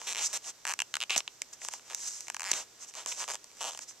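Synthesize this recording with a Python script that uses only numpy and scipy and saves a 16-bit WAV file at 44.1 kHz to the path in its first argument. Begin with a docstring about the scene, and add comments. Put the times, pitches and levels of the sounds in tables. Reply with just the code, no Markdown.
"""A quiet room, close on a car seat: two hands stretch a vinyl cover over it, by a small stereo mic.
Skin and vinyl stick and slip: single ticks, and creaks where the slips run together.
Each slip briefly rings the gripped patch. When the grip gives way the cover snaps onto the foam
and the fingers slide off with a dry hiss. Soft room tone and a faint mains hum lie underneath."""
import sys
import numpy as np
from scipy import signal
from scipy.fft import rfft, irfft
from scipy.io import wavfile

SR = 44100
rng = np.random.default_rng(int(sys.argv[2]) if len(sys.argv) > 2 else 0)


def generate_wav(signal):
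    """Clip the signal to [-1, 1] and save it as 16-bit WAV at the path in sys.argv[1]."""
    frames = np.transpose(np.atleast_2d(signal))
    scaled = np.clip(frames, -1, 1) * 32767
    pcm = np.round(scaled).astype(np.int16)
    wavfile.write(sys.argv[1], SR, pcm)


N = 176400

# Single slips of skin on vinyl. Levels here and below are relative; tick_db is on top of level_db.
# start_s, level_db, tick_db, grip
SINGLE_SLIPS = [ (0.016, -34, -7, "thumb"), (0.6525, -21, -14.5, "taut"), (0.7374, -26.5, -5, "taut"),
                (.7910, -21, -11, "tug"), (0.8029, -16.5, -14, "tug"), (0.8192, -19, -13, "tug"),
                (0.9406, -19.5, -5.5, "fold"), (0.9543, -22, -1, "fold"), (0.968, -22.5, -2, "fold"),
                (1.004, -23, -7.5, "pinch"), (1.0367, -22.5, -10.5, "pinch"), (1.106, -16, -20, "fingers"),
                (1.2051, -24.5, -17, "fingers"), (1.2779, -22.5, -18, "pinch"), (1.4189, -25, -3, "edge"),
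                (1.6181, -32, -15, "edge"), (1.6489, -32.5, 5, "thumb"), (1.6859, -29.5, 3.5, "thumb"),
                (1.7373, -28, -1.5, "thumb"), (1.9474, -30.5, 5, "fingers"), (2.2072, -45, 15.5, "thumb"),
                (2.2827, -30.5, -8.5, "taut"), (2.3004, -25, -8.5, "taut"), (2.3454, -27, -9, "taut"),
                (2.3665, -28, -10, "taut"), (2.9525, -36, 0.5, "thumb"), (3.0610, -25, -1.5, "thumb"),
                (3.443, -43.5, 6.5, "thumb"), (3.7751, -38, 5.5, "thumb"), (3.7910, -33.5, 0, "thumb"), ]

def ticks():
    """Under a slow pull the slips come one at a time."""
    out = np.zeros(N)
    for start, level_db, tick_db, grip in SINGLE_SLIPS:
        add(out, start, undb(level_db) * flutter(slip(grip, tick_db)))
    return out


# Runs of slips, each gliding through three slip rates.
# start_s, end_s, first_rate_hz, middle_rate_hz, last_rate_hz, level_db, tick_db, grip
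CREAK_RUNS = [ (0.07, 0.0908, 379, 439.7, 304, -31, -6.5, "fingers"),
              (0.0933, 0.132, 187.3, 259, 144.7, -30.5, -4.5, "fingers"),
              (0.149, 0.1943, 99.6, 125.8, 287.5, -26.5, -10, "fingers"),
              (0.198, 0.247, 420, 398, 301, -35.5, -25, "fingers"),
              (0.3305, 0.3734, 194, 221, 276, -33, 0, "fingers"),
              (.6683, .7230, 112.3, 193.4, 167, -25, -9.5, "taut"),
              (1.0134, 1.0278, 156.6, 154, 151.4, -21, -11.5, "pinch"),
              (1.0961, 1.1525, 275.4, 422, 182.4, -25, -11, "pinch"),
              (1.9000, 1.9330, 114.3, 155, 77.5, -34, -6.5, "thumb"),
              (2.3958, 2.4416, 99.74, 72, 109.3, -28, -8.5, "taut"),
              (2.4508, 2.5100, 191.5, 191.8, 235, -29.5, -11, "stretched"),
              (3.119, 3.125, 422.7, 454, 420, -30.5, -8, "fingers"),
              (3.202, 3.2407, 203.2, 174.2, 82.6, -31, -7.5, "thumb"),
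              (3.279, 3.316, 117.9, 160, 132.6, -28.5, -3, "thumb"),
              (3.337, 3.3544, 102, 91.5, 86, -32, -0.5, "thumb"),
              (3.608, 3.6500, 238, 158.1, 114.3, -28.5, -7.5, "flat"),
              (3.656, 3.6963, 226, 327.8, 240.9, -31.5, -7, "flat"),
              (3.7002, 3.749, 135, 72.3, 65.3, -35, -8.5, "flat"), ]

def creaks(gap_scatter=.04, size_scatter_db=.5, stick_power=.26):
    """Under a faster pull the slips run together, at a rate that follows the hand's speed."""
    out = np.zeros(N)
    for start, end, first, middle, last, level_db, tick_db, grip in CREAK_RUNS:
        t = np.linspace(start, end, 200)
        rate = np.interp(t, np.linspace(start, end, 3), [first, middle, last])
        cycles = np.cumsum(rate) * (t[1] - t[0])
        count = max(int(round(cycles[-1])), 1) + 1
        gap_jitter, size_jitter = rng.standard_normal((count, 2)).T
        times = np.interp(np.linspace(0, cycles[-1], count) + gap_scatter * gap_jitter, cycles, t)
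        stick = rate.mean() / np.interp(times, t, rate)  # a longer stick gives a stronger slip
        sizes = stick ** stick_power * undb(level_db + size_scatter_db * size_jitter)
        for at, size in zip(times, sizes):
            add(out, at, size * flutter(slip(grip, tick_db)))
    return out


# The cover snapping free: a crack over a low thud.
# start_s, crack_db, tick_db, thud_db, thud_pitch_hz
COVER_SNAPS = [(1.1619, -19, -12.5, -22, 700), (1.1642, -19.5, -9, -32, 242), (1.1784, -26, 6.5, -43, 171),
               (2.5158, -33, 5, -42, 431.5), (2.517, -21.5, -16, -32.5, 364),
               (2.5328, -24, -14, -39, 201.5), (2.5375, -23, -3.5, -44, 358)]

def snaps(thud_trim_db=-6.5):
    """The grip lets go: the cover cracks and thuds onto the foam."""
    out = np.zeros(N)
    for start, crack_db, tick_db, thud_db, thud_hz in COVER_SNAPS:
        resonance = ring(thud_hz, width_hz=220)
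        thud = signal.fftconvolve(resonance, resonance)[:len(resonance)]  # twice, for steep flanks
        add(out, start, undb(crack_db) * flutter(slip("fingers", tick_db)))
        add(out, start, undb(thud_db + thud_trim_db) * thud / strength(thud))
    return out


# Resonances of the vinyl patch, a set for each way of holding it.
# pitch_hz, width_hz, level_db
GRIP_RESONANCES = { "fingers": [(586, 860, -11), (1020, 470, -6), (2610, 1780, 1)], "taut": [(993, 620, -1),
                   (1660, 560, -1.5), (2560, 990, -1.5)], "stretched": [(948.5, 665, -3), (1940, 1050, 1),
                   (4740, 4500, -12)], "tug": [(1000, 640, -7.5), (1700, 780, -7), (2690, 790, 1.5)],
                   "fold": [(855.7, 640, -6.5), (1490, 1060, 7.5), (2970, 650, 8.5), (4160, 750, 0)],
                   "pinch": [(663, 750, -22), (1100, 1270, -5.5), (2750, 840, 8), (3713, 1100, -4.5)],
                   "thumb": [(650, 600, 2), (1000, 470, 6.5), (1720, 440, 1.5), (2730, 2140, 0.5)],
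                   "flat": [(700, 560, 0), (980, 686, 1), (3020, 1010, 1.5)], "edge": [(735, 1000, -8.5),
                   (2187, 1120, 3)], }

def patch(grip, tension_scatter=.047, size=1024):
    """Dry knock of the gripped patch: broad resonances that shift with the tension of the moment."""
    tuning = 1 + tension_scatter * rng.standard_normal()  # a little tighter or slacker each time
    f = np.maximum(np.fft.rfftfreq(size, 1 / SR), 10) / tuning
    pitch_hz, width_hz, level_db = np.array(GRIP_RESONANCES[grip]).T[:, :, None]
    detune = (f - pitch_hz ** 2 / f) / width_hz
    knock = causal(np.linalg.norm(undb(level_db) / (1 + detune ** 2), axis=0))
    swell = np.prod((1 - 1j * detune) / (1 + 1j * detune), axis=0)  # all-pass: each resonance blooms
    return irfft(rfft(knock) * swell)


def slip(grip, tick_db, trim_db=-6, low_cut_hz=158):
    """One release of the contact: a sharp tick and the short ring of the patch."""
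    body = bend(patch(grip), lag_s=.00019)
    tick = bend(ring(8400, width_hz=7200, size=len(body)), lag_s=.001597)
    sound = (body + undb(tick_db) * tick) / strength(body)
    return undb(trim_db) * signal.lfilter(*signal.butter(1, low_cut_hz, "high", fs=SR), sound)


def bend(x, lag_s):
    """Bending waves in the sheet: the treble arrives first, the lows later; lag_s holds at 1 kHz."""
    turns = 2 * lag_s * np.sqrt(1000 * np.fft.rfftfreq(len(x), 1 / SR))
    return irfft(rfft(x) * np.exp(-2j * np.pi * turns))


def flutter(x, decay_s=.0016, level_db=-7, size=256):
    """The sheet shivers for a moment, differently after each slip."""
    shiver = rng.standard_normal(size) * np.exp(-np.arange(size) / SR / decay_s)
    response = signal.unit_impulse(size) + undb(level_db) * shiver / np.linalg.norm(shiver)
    return np.convolve(x, response)[:len(x)]


# Tone of sliding skin: a bright hiss and a darker rasp.
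# frequency_hz, gain_db
HISS_EQ = [(150, -26.5), (1500, -3.5), (3500, -3.5), (6500, 8), (10000, 4.5), (14000, -5.5)]
RASP_EQ = [(200, -19), (600, 0.5), (1000, 2.5), (1700, -3.5), (3000, 0), (6000, -14)]
# Finger strokes across the cover, each swelling and fading; the short burst at 2.5138 s is the grainy crack of
# the cover snapping free. # start_s, loudest_s, end_s, hiss_db, rasp_db
STROKES = [ (-.08, 0.06, 0.23, -54, -55), (0.156, 0.22, 0.27, -42.5, -45.5),
           (0.209, 0.265, 0.2845, -36, -75), (0.265, 0.287, 0.43, -52, -56.5),
           (0.319, 0.348, 0.395, -51.5, -49), (0.405, 0.495, 0.52, -45.5, -51.5),
           (1.154, 1.177, 1.21, -37, -42), (1.529, 1.528, 1.556, -49.5, -62), (1.59, 1.643, 1.72, -50, -58),
           (1.701, 1.718, 1.816, -50, -57), (1.809, 1.913, 2, -59.5, -61),
           (1.904, 2.08, 2.096, -44.5, -58.5), (2.073, 2.073, 2.35, -48, -65.5),
           (2.5138, 2.5146, 2.522, -26.5, -50), (2.505, 2.568, 2.66, -43.5, -44),
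           (2.78, 2.835, 2.862, -51, -61), (2.86, 2.888, 2.92, -54, -65), (2.935, 2.98, 3.07, -52, -48.5),
           (3.068, 3.072, 3.2, -43.5, -51), (3.15, 3.2, 3.285, -43.5, -50), (3.26, 3.31, 3.38, -48, -52),
           (3.5, 3.7, 3.82, -54, -59), (3.795, 3.825, 3.856, -49, -58), (3.868, 3.892, 3.935, -52, -68), ]

def slides(trim_db=1, grain_db=1, grains_per_s=530, lean_left_db=.5):
    """Skin glides over the grain of the vinyl: a gritty hiss, with a lower rasp where it presses."""
    t = np.arange(N) / SR
    hiss, rasp = np.zeros(N), np.zeros(N)
    for start, loudest, end, hiss_db, rasp_db in STROKES:
        ramp = np.interp(t, np.sort([start, loudest, end]), [0, 1, 0])
        speed = np.sin(np.pi / 2 * ramp) ** 2
        hiss += undb(hiss_db + trim_db) * speed
        rasp += undb(rasp_db + trim_db) * speed
    bumps = np.interp(t * grains_per_s, np.arange(N), rng.standard_normal(N))
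    grain = unit(undb(grain_db * bumps))
    pan = undb(np.array([[lean_left_db], [-lean_left_db]]) / 2)
    return grain * (hiss * pan * noise(HISS_EQ, width=.24) + rasp * noise(RASP_EQ, width=.027))


def crinkle(slips_per_s=70, floor_db=-53.5, spread_db=3.5):
    """Tiny stray slips while the fingers slide, most of them faint."""
    out = np.zeros(N)
    sounds = [slip(grip, tick_db=-5) for grip in GRIP_RESONANCES]
    for when, faintness, which in rng.random((int(slips_per_s * N / SR), 3)):
        at = when * N / SR
        if any(start < at < end for start, _, end, _, _ in STROKES):
            level_db = floor_db - spread_db * np.log(max(faintness, .02))
            add(out, at, undb(level_db) * sounds[int(which * len(sounds))])
    return out


def room(x, t60_s=.11, wet_db=-19.5):
    """The room answers with a faint, short tail, different on each side."""
    t = np.arange(SR // 2) / SR
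    tails = rng.standard_normal((2, len(t))) * np.exp(-np.log(1000) * t / t60_s)
    wet = [through(side, tail / np.linalg.norm(tail)) for side, tail in zip(x, tails)]
    return undb(wet_db) * np.array(wet)


# Tone of the room's air.
# frequency_hz, gain_db
AIR_EQ = [(40, -8.5), (160, -5.5), (330, 2), (800, -0.5), (4000, -4.5), (14000, -4.5)]

def room_tone(air_db=-59, hum_hz=118, hum_db=-84):
    """Steady room hiss and a faint mains hum."""
    hum = np.sqrt(2) * np.sin(2 * np.pi * hum_hz * np.arange(N) / SR)
    return undb(air_db) * noise(AIR_EQ, width=.5) + undb(hum_db) * hum


def undb(db):
    """Decibels to gain."""
    return 10 ** (np.asarray(db) / 20)


def unit(x):
    """Scale to rms 1."""
    return x / np.sqrt(np.mean(x ** 2))


def strength(response):
    """Rms that a response would have if it lasted one millisecond."""
    return np.sqrt(np.sum(response ** 2) / (SR / 1000))


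def add(out, at, sound, rise_s=.0005):
    """Mix a short sound in, starting rise_s ahead of its cue."""
    i = max(int(round((at - rise_s) * SR)), 0)
    part = out[i:i + len(sound)]
    part += sound[:len(part)]


def through(x, response):
    """Pass a sound through an impulse response."""
    return signal.fftconvolve(x, response)[:N]


def ring(pitch_hz, width_hz, size=2048):
    """Impulse response of one damped resonance, gain 1 at its centre."""
    g, k = np.tan(np.pi * pitch_hz / SR), width_hz / pitch_hz
    feedback = [1 + g * k + g * g, 2 * (g * g - 1), 1 - g * k + g * g]
    return signal.lfilter([g * k, 0, -g * k], feedback, signal.unit_impulse(size))


def causal(gain):
    """Shortest causal impulse response with these gains at evenly spaced frequencies."""
    cepstrum = irfft(np.log(gain))
    half = len(cepstrum) // 2
    cepstrum[1:half] *= 2
    cepstrum[half + 1:] = 0
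    return irfft(np.exp(rfft(cepstrum)))


def colour(eq, size=2048):
    """Causal impulse response of an EQ curve."""
    hz, db = np.array(eq, float).T
    f = np.maximum(np.fft.rfftfreq(size, 1 / SR), 1)
    return causal(undb(np.interp(np.log(f), np.log(hz), db)))


def noise(eq, width):
    """Coloured stereo noise; width is the side against the mid."""
    mid, side = (unit(through(rng.standard_normal(N), colour(eq))) for _ in range(2))
    return unit(np.array([mid + width * side, mid - width * side]))


def scene():
    """The hands on the cover, in the room."""
    bed = room_tone()
    hands = slides() + ticks() + snaps() + creaks() + crinkle()
    return hands + room(hands) + bed


# Treble colour of the two microphone ports, left then right.
# frequency_hz, gain_db
PORT_EQS = [
    [(3000, 2), (4300, 5), (5400, 0), (6400, 3), (7400, 11.5), (8600, 2), (10500, -5.5), (13900, -0.5),
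     (15200, -19)],
    [(3000, 1.5), (4300, 5.5), (5400, 11.5), (6200, 14.5), (7300, 2), (8600, -6.5), (10500, -11.5),
     (13900, -10.5), (15200, -18.5)],
]

def record(dry, high_cut_hz=16200):
    """Each microphone port rings at its own treble pitch and the top is cut."""
    heard = np.array([through(side, colour(eq)) for side, eq in zip(dry, PORT_EQS)])
    heard[0] = np.append(0, heard[0, :-1])  # the left port is a little farther away
    return signal.sosfilt(signal.ellip(8, .2, 70, high_cut_hz, fs=SR, output="sos"), heard)


dry = scene()
out = record(dry)
generate_wav(out)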